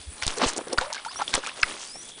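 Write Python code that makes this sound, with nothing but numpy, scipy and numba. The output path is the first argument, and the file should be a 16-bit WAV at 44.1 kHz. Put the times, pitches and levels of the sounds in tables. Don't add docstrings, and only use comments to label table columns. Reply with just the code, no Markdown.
import sys
import numpy as np
from scipy import signal
from scipy.fft import rfft, irfft
from scipy.io import wavfile
from scipy.ndimage import uniform_filter1d
from numba import njit

SR = 44100
rng = np.random.default_rng(int(sys.argv[2]) if len(sys.argv) > 2 else 0)


def generate_wav(sig):
    pcm = np.round(np.clip(np.atleast_2d(sig).T, -1, 1) * 32767).astype(np.int16)
    wavfile.write(sys.argv[1], SR, pcm)


N = 97020


def undb(db):
    return 10 ** (np.asarray(db) / 20)


def unit_rms(x):
    return x / np.sqrt(np.mean(x ** 2))


def add(out, start_s, x):
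    i = max(int(start_s * SR), 0)
    out[i:i + len(x)] += x[:max(N - i, 0)]


def wander(rate_hz):
    span = max(int(SR / rate_hz), 1)
    smoothed = uniform_filter1d(rng.standard_normal(N), span, mode="wrap")
    return unit_rms(uniform_filter1d(smoothed, span, mode="wrap"))


def colour(x, gain):
    hz = np.maximum(np.fft.rfftfreq(len(x), 1 / SR), 1)
    return irfft(rfft(x) * gain(hz), len(x))


def reflections(x, decay_s):
    t = np.arange(SR // 4) / SR
    tail = rng.standard_normal(len(t)) * np.exp(-t / decay_s) * (1 - np.exp(-t / 0.0067))
    return signal.fftconvolve(x, tail / np.sqrt(np.sum(tail ** 2)))[:N]


def hiss():
    # frequency in Hz, relative spectral density in dB.
    spectrum = [(25, 10.5), (70, 1), (160, 6.5), (400, 5), (1000, -2.5), (2200, 1.5), (2900, -2.5),
                (3400, -25), (3900, -2), (5500, -6), (7200, -5.5), (7900, 8), (8700, -9.5), (9600, 15.5),
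                (10200, -8)]
    hz, db = np.array(spectrum).T
    noise = colour(rng.standard_normal(N), lambda f: undb(np.interp(np.log(f), np.log(hz), db)))
    return unit_rms(noise) * undb(-48 + 2.77 * wander(rate_hz=24))


def shrill():
    centre_hz, half_width_hz = 3440, 240
    band = colour(rng.standard_normal(N), lambda f: 1 / (1 + ((f - centre_hz) / half_width_hz) ** 2))
    return unit_rms(band) * undb(-61 + 5 * wander(rate_hz=8.2))


def whistles():
    # start in seconds, length in seconds, first and last pitch in Hz, level in dB.
    glides = [(0.186, .10, 3930, 5160, -45.5), (1.071, 0.053, 4170, 5520, -39.5),
              (1.157, 0.036, 5350, 6220, -34), (1.854, 0.19, 4455, 6200, -41.5)]
    out = np.zeros(N)
    waver = 1 + 0.013 * wander(rate_hz=330)
    flutter = undb(1.9 * wander(rate_hz=120))
    for start, length, from_hz, to_hz, db in glides:
        progress = np.linspace(0, 1, int(length * SR))
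        part = slice(int(start * SR), int(start * SR) + len(progress))
        hz = (from_hz + (to_hz - from_hz) * progress) * waver[part]
        envelope = np.sqrt(np.abs(np.sin(np.pi * progress))) * flutter[part]
        add(out, start, undb(db) * envelope * np.sin(2 * np.pi * np.cumsum(hz) / SR))
    return out


def turf_thuds():
    # centre in seconds, frequency in Hz, peak in dB, half-length in seconds.
    footfalls = [(.005, 75, -45.5, .014), (.087, 70, -31, 0.015), (.14, 55, -50, 0.013),
                 (.235, 70, -38.5, 0.0092), (1.163, 55, -55, .014)]
    t = np.arange(N) / SR
    return sum(undb(db) * np.exp(-((t - centre) / half) ** 2) * np.cos(2 * np.pi * hz * (t - centre))
               for centre, hz, db, half in footfalls)


def microphone_bumps():
    # start in seconds, level in dB.
    pulses = [(0.2662, -19), (0.2783, -23.5), (0.462, -19.5), (.784, -19.5), (1.34, -27.5), (1.348, -26),
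              (1.633, -26)]
    rise_s, decay_s = 0.00057, 0.015
    out, t = np.zeros(N), np.arange(SR // 2) / SR
    pressure = (1 - np.exp(-t / rise_s)) * np.exp(-t / decay_s) * (1 - t / decay_s)
    for start, db in pulses:
        add(out, start, undb(db) * pressure)
    return out


def film_snaps():
    # time in seconds, peak in dB, band centre in Hz, bandwidth in octaves.
    cracks = [(0.224, -13, 2200, 1.5), (0.2325, -14, 2300, 2.2), (0.2665, -7.5, 6800, 2.2),
              (0.2787, -6, 5200, 1.9), (0.286, -23, 5000, 2), (0.2995, -22, 1500, 2.8),
              (.3052, -16.5, 3500, 1.6), (0.3745, -30, 7000, 1.5), (0.3839, -19, 5000, 0.87),
              (0.4186, -16, 3400, 2), (0.534, -18, 7000, 1.7), (0.566, -21, 7000, 1.6),
              (0.5753, -14, 7800, 0.61), (.580, -14.5, 6500, 0.81), (.683, -27, 5000, 1.3),
              (0.7285, -17, 4500, 0.89), (0.7318, -10, 7000, 2.5), (0.7831, -13, 3800, 1.5),
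              (0.7883, -12, 4500, 3.6), (0.9286, -14, 4500, 0.93), (0.935, -16, 5000, 2.1),
              (.946, -21, 4800, 0.79), (.952, -24, 7000, 1.5), (1.0497, -23, 3500, 2.5),
              (1.279, -23.5, 3560, 1.6), (1.3397, -6.5, 4000, 0.67), (1.344, -9, 1100, 5.7),
              (1.3496, -11, 8200, 0.27), (1.3538, -6, 2090, 2.6), (1.4639, -16.5, 2500, 1.7),
              (1.4717, -17, 4800, 2.2), (1.494, -23.5, 2600, 0.5), (1.6167, -22, 6100, 0.35),
              (1.6322, -15.5, 3400, 2.3), (1.656, -36, 4700, 1.1), (1.691, -32, 2000, 2.5)]
    out, t = np.zeros(N), np.arange(SR // 20) / SR
    decay_s, lead_s = 0.00095, t[len(t) // 2]
    for at, db, hz, octaves in cracks:
        burst = rng.standard_normal(len(t)) * (t >= lead_s) * np.exp(-np.abs(t - lead_s) / decay_s)
        band = colour(burst, lambda f: 1 / (1 + (2 * np.log2(f / hz) / octaves) ** 2))
        crack = colour(band, lambda f: 1 / np.sqrt(1 + (hz / f / 10) ** 2))
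        add(out, at - lead_s, undb(db) * crack / np.abs(crack).max())
    return out


def pocket_pops():
    # start in seconds, pitch in Hz, level in dB, decay time in seconds,
    # glide per second as a share of the starting pitch.
    pockets = [(.374, 439, -27, 0.028, 4.5), (0.415, 905, -14.5, .004, -11),
               (0.424, 251.6, -19.5, 0.021, 1.5), (.437, 451, -17, .012, 4.5), (.590, 600, -2, 0.001, 7),
               (.608, 603, -20, 0.0017, 5), (.671, 553, -28, 0.0055, -5), (0.7296, 500, -15, 0.0068, 0),
               (0.783, 4670, -14, .002, -7), (0.7843, 1495, -4, 0.0018, -20),
               (0.787, 1435, -4.5, 0.0024, 1), (0.7887, 1420, -8, 0.0017, 23), (0.81, 482, -28, 0.028, 4.5),
               (.812, 3585, -38, 0.021, 3), (.818, 760, -27.5, 0.023, 12.5), (.866, 578, -32, 0.02, 3),
               (.901, 558, -28, 0.0097, 12), (.922, 913, -25.5, 0.0076, -0.5),
               (0.947, 1574, -29, 0.0058, 5.5), (0.966, 1470, -28, .007, 13.5),
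               (.979, 2120, -30.5, 0.0057, 7), (1.049, 1350, -26.5, 0.0057, 4),
               (1.0615, 850, -23.5, 0.012, 8.5), (1.082, 1200, -29.5, 0.0078, 35.5),
               (1.109, 1013, -34.5, 0.007, 7), (1.159, 1210, -15, 0.001, 9), (1.198, 880, -12.5, 0.002, -1),
               (1.214, 1120, -12, 0.0025, 12), (1.2185, 840, -13, 0.0046, -0.5),
               (1.218, 1360, -19, 0.0061, -0.5), (1.279, 3350, -16, 0.0026, 12),
               (1.333, 1564, -23.5, 0.0034, 5), (1.3391, 2150, -8.5, 0.0015, 18),
               (1.367, 3400, -20.5, 0.0023, 0), (1.437, 1410, -16, 0.0012, 24),
               (1.454, 2380, -29, 0.0045, 6), (1.471, 1190, -29.5, 0.018, 19.5),
               (1.511, 914, -35, 0.0081, 20), (1.591, 550, -19.5, 0.0016, 0),
               (1.6308, 2533, -3.5, 0.0024, 10), (1.6305, 5040, -12.5, 0.0022, 4),
               (1.631, 4260, -8, 0.0012, 4), (1.632, 2140, -4, 0.0016, 15), (1.6335, 1500, 2.5, 0.0012, -1),
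               (1.634, 1277, -24.5, 0.0077, -1), (1.639, 2020, -19, 0.0034, -5)]
    attack_cycles, life_in_decays = 0.9, 2.67
    out, t = np.zeros(N), np.arange(SR // 10) / SR
    for start, hz, db, decay, glide in pockets:
        attack = 1 - np.exp(-(t * hz / attack_cycles) ** 2)
        fade = np.exp(-t / decay - (t / decay / life_in_decays) ** 4)
        tone = np.sin(2 * np.pi * hz * t * (1 + glide * t / 2))
        add(out, start, undb(db) * attack * fade * tone)
    return out


@njit
def ring_bubbles(start, hz, decay_cycles, amplitude):
    rise_per_decay = 0.12
    out = np.zeros(N)
    for k in range(len(start)):
        decay_samples = decay_cycles[k] * SR / hz[k]
        for i in range(min(int(6 * decay_samples), N - start[k])):
            age = i / decay_samples
            phase = 2 * np.pi * hz[k] / SR * i * (1 + rise_per_decay * age / 2)
            out[start[k] + i] += amplitude[k] * np.exp(-age) * np.sin(phase)
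    return out


def bubble_stream(low_hz, high_hz, ring_scale, spread_db, count):
    when, pitch, length, strength = rng.random((count, 4)).T
    hz = low_hz * (high_hz / low_hz) ** pitch
    decay_cycles = ring_scale * (0.36 + length) / 2
    level_db = spread_db * np.minimum(-np.log(1 - strength), 4.2)
    stream = ring_bubbles((when * N).astype(np.int64), hz, decay_cycles, undb(level_db))
    stream = colour(stream, lambda f: 1 / np.sqrt(1 + (0.76 * low_hz / f) ** 6))
    local_power = uniform_filter1d(stream ** 2, int(0.022 * SR))
    even_flow = stream / np.sqrt(local_power + 1e-9)
    clumping = undb(1.5 * wander(rate_hz=170))
    return even_flow * clumping


def splashes():
    # crest time, swell and fade in seconds, then gurgle, squelch, spray and fizz in dB.
    pushes = [(.02, .04, 0.082, -60.5, -58, -49, -54.5), (.19, 0.024, 0.09, -57, -48.5, -50, -51.5),
              (.223, 0.0026, .016, -59, -33.5, -36.5, -41), (0.235, .002, 0.019, -49, -35, -32, -46),
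              (.283, 0.013, 0.078, -41.5, -36, -37.5, -42.5), (0.373, 0.0027, 0.012, -36, -35, -48, -32.5),
              (0.399, 0.0039, 0.042, -29, -32, -37.5, -62), (0.418, 0.0023, .014, -28, -24.5, -28.5, -55),
              (0.442, 0.013, 0.017, -24.5, -25, -25.5, -37), (0.49, 0.018, 0.012, -52, -31.5, -35.5, -25.5),
              (.530, 0.059, 0.076, -43, -41.5, -42.5, -64), (0.565, 0.0013, 0.0065, -35, -45, -49, -33),
              (0.58, 0.0043, .014, -31.5, -38, -50, -49), (.610, 0.0027, 0.005, -29, -43, -64, -44),
              (.645, 0.015, .03, -52, -49.5, -63, -66), (0.671, 0.0011, 0.015, -39, -40.5, -52, -54),
              (0.707, 0.012, 0.02, -37.5, -45, -48, -69), (0.735, 0.011, 0.012, -28.5, -40, -42.5, -61),
              (.778, 0.0014, 0.025, -38, -28, -41, -38), (0.813, 0.0039, 0.022, -63, -31.5, -34.5, -41.5),
              (0.853, 0.014, 0.038, -57, -38.5, -45.5, -59), (.902, .002, 0.015, -67, -34, -53, -55),
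              (.955, 0.018, 0.072, -56, -41, -39.5, -66), (1.051, 0.0011, 0.015, -66, -40, -36, -45),
              (1.124, .012, 0.069, -72, -47.5, -42.5, -58), (1.2, 0.0069, 0.021, -48, -31, -39.5, -61),
              (1.219, 0.0024, 0.018, -46, -46, -37.5, -40), (1.297, 0.016, 0.035, -45.5, -45, -38.5, -44),
              (1.348, 0.012, 0.03, -35.5, -29, -30, -45), (1.382, .010, 0.0084, -27.5, -40, -46, -40),
              (1.453, 0.02, 0.013, -52, -39.5, -40.5, -48), (1.474, .006, 0.033, -51, -37.5, -35.5, -64),
              (1.602, 0.039, 0.038, -49, -44, -44.5, -47.5), (1.631, 0.0025, 0.0059, -46, -27, -29, -40),
              (1.705, 0.039, 0.079, -44, -39, -40.5, -46), (1.836, 0.052, 0.061, -72, -50, -44.5, -40),
              (1.960, 0.0078, 0.0092, -44, -51.5, -69, -53),
              (2.03, .015, 0.062, -56.5, -52.5, -53.5, -45.5),
              (2.089, 0.0014, 0.02, -52.5, -53, -44, -41.5), (2.189, .012, 0.01, -50.5, -53, -48, -55)]
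    gurgle = bubble_stream(low_hz=296, high_hz=740, ring_scale=1.36, spread_db=3.6, count=1800)
    squelch = bubble_stream(low_hz=747, high_hz=2250, ring_scale=1.7, spread_db=3.8, count=4500)
    spray = bubble_stream(low_hz=2520, high_hz=5500, ring_scale=4.7, spread_db=4.4, count=8000)
    fizz = bubble_stream(low_hz=4870, high_hz=8000, ring_scale=2.6, spread_db=3.7, count=8000)
    power, t = np.zeros((4, N)), np.arange(N) / SR
    for crest, swell, fade, *levels_db in pushes:
        exponent = np.where(t < crest, ((t - crest) / swell) ** 2 / 2, (t - crest) / fade)
        envelope = np.exp(-exponent.clip(0, 20))
        power += np.outer(undb(levels_db) ** 2, envelope ** 2)
    return (np.array([gurgle, squelch, spray, fizz]) * np.sqrt(power)).sum(axis=0)


def scene():
    water = splashes() + pocket_pops() + film_snaps()
    far = whistles()
    water += undb(-24) * reflections(water, decay_s=0.024)
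    far += undb(-9) * reflections(far, decay_s=0.012)
    return (water + turf_thuds() + microphone_bumps() + far + shrill() + hiss())[None]


def record(dry):
    ceiling, cutoff_hz = 0.9, 10050
    low_pass = signal.ellip(10, 0.2, 70, cutoff_hz, fs=SR, output="sos")
    return signal.sosfilt(low_pass, ceiling * np.tanh(dry / ceiling))


dry = scene()
out = record(dry)
generate_wav(out)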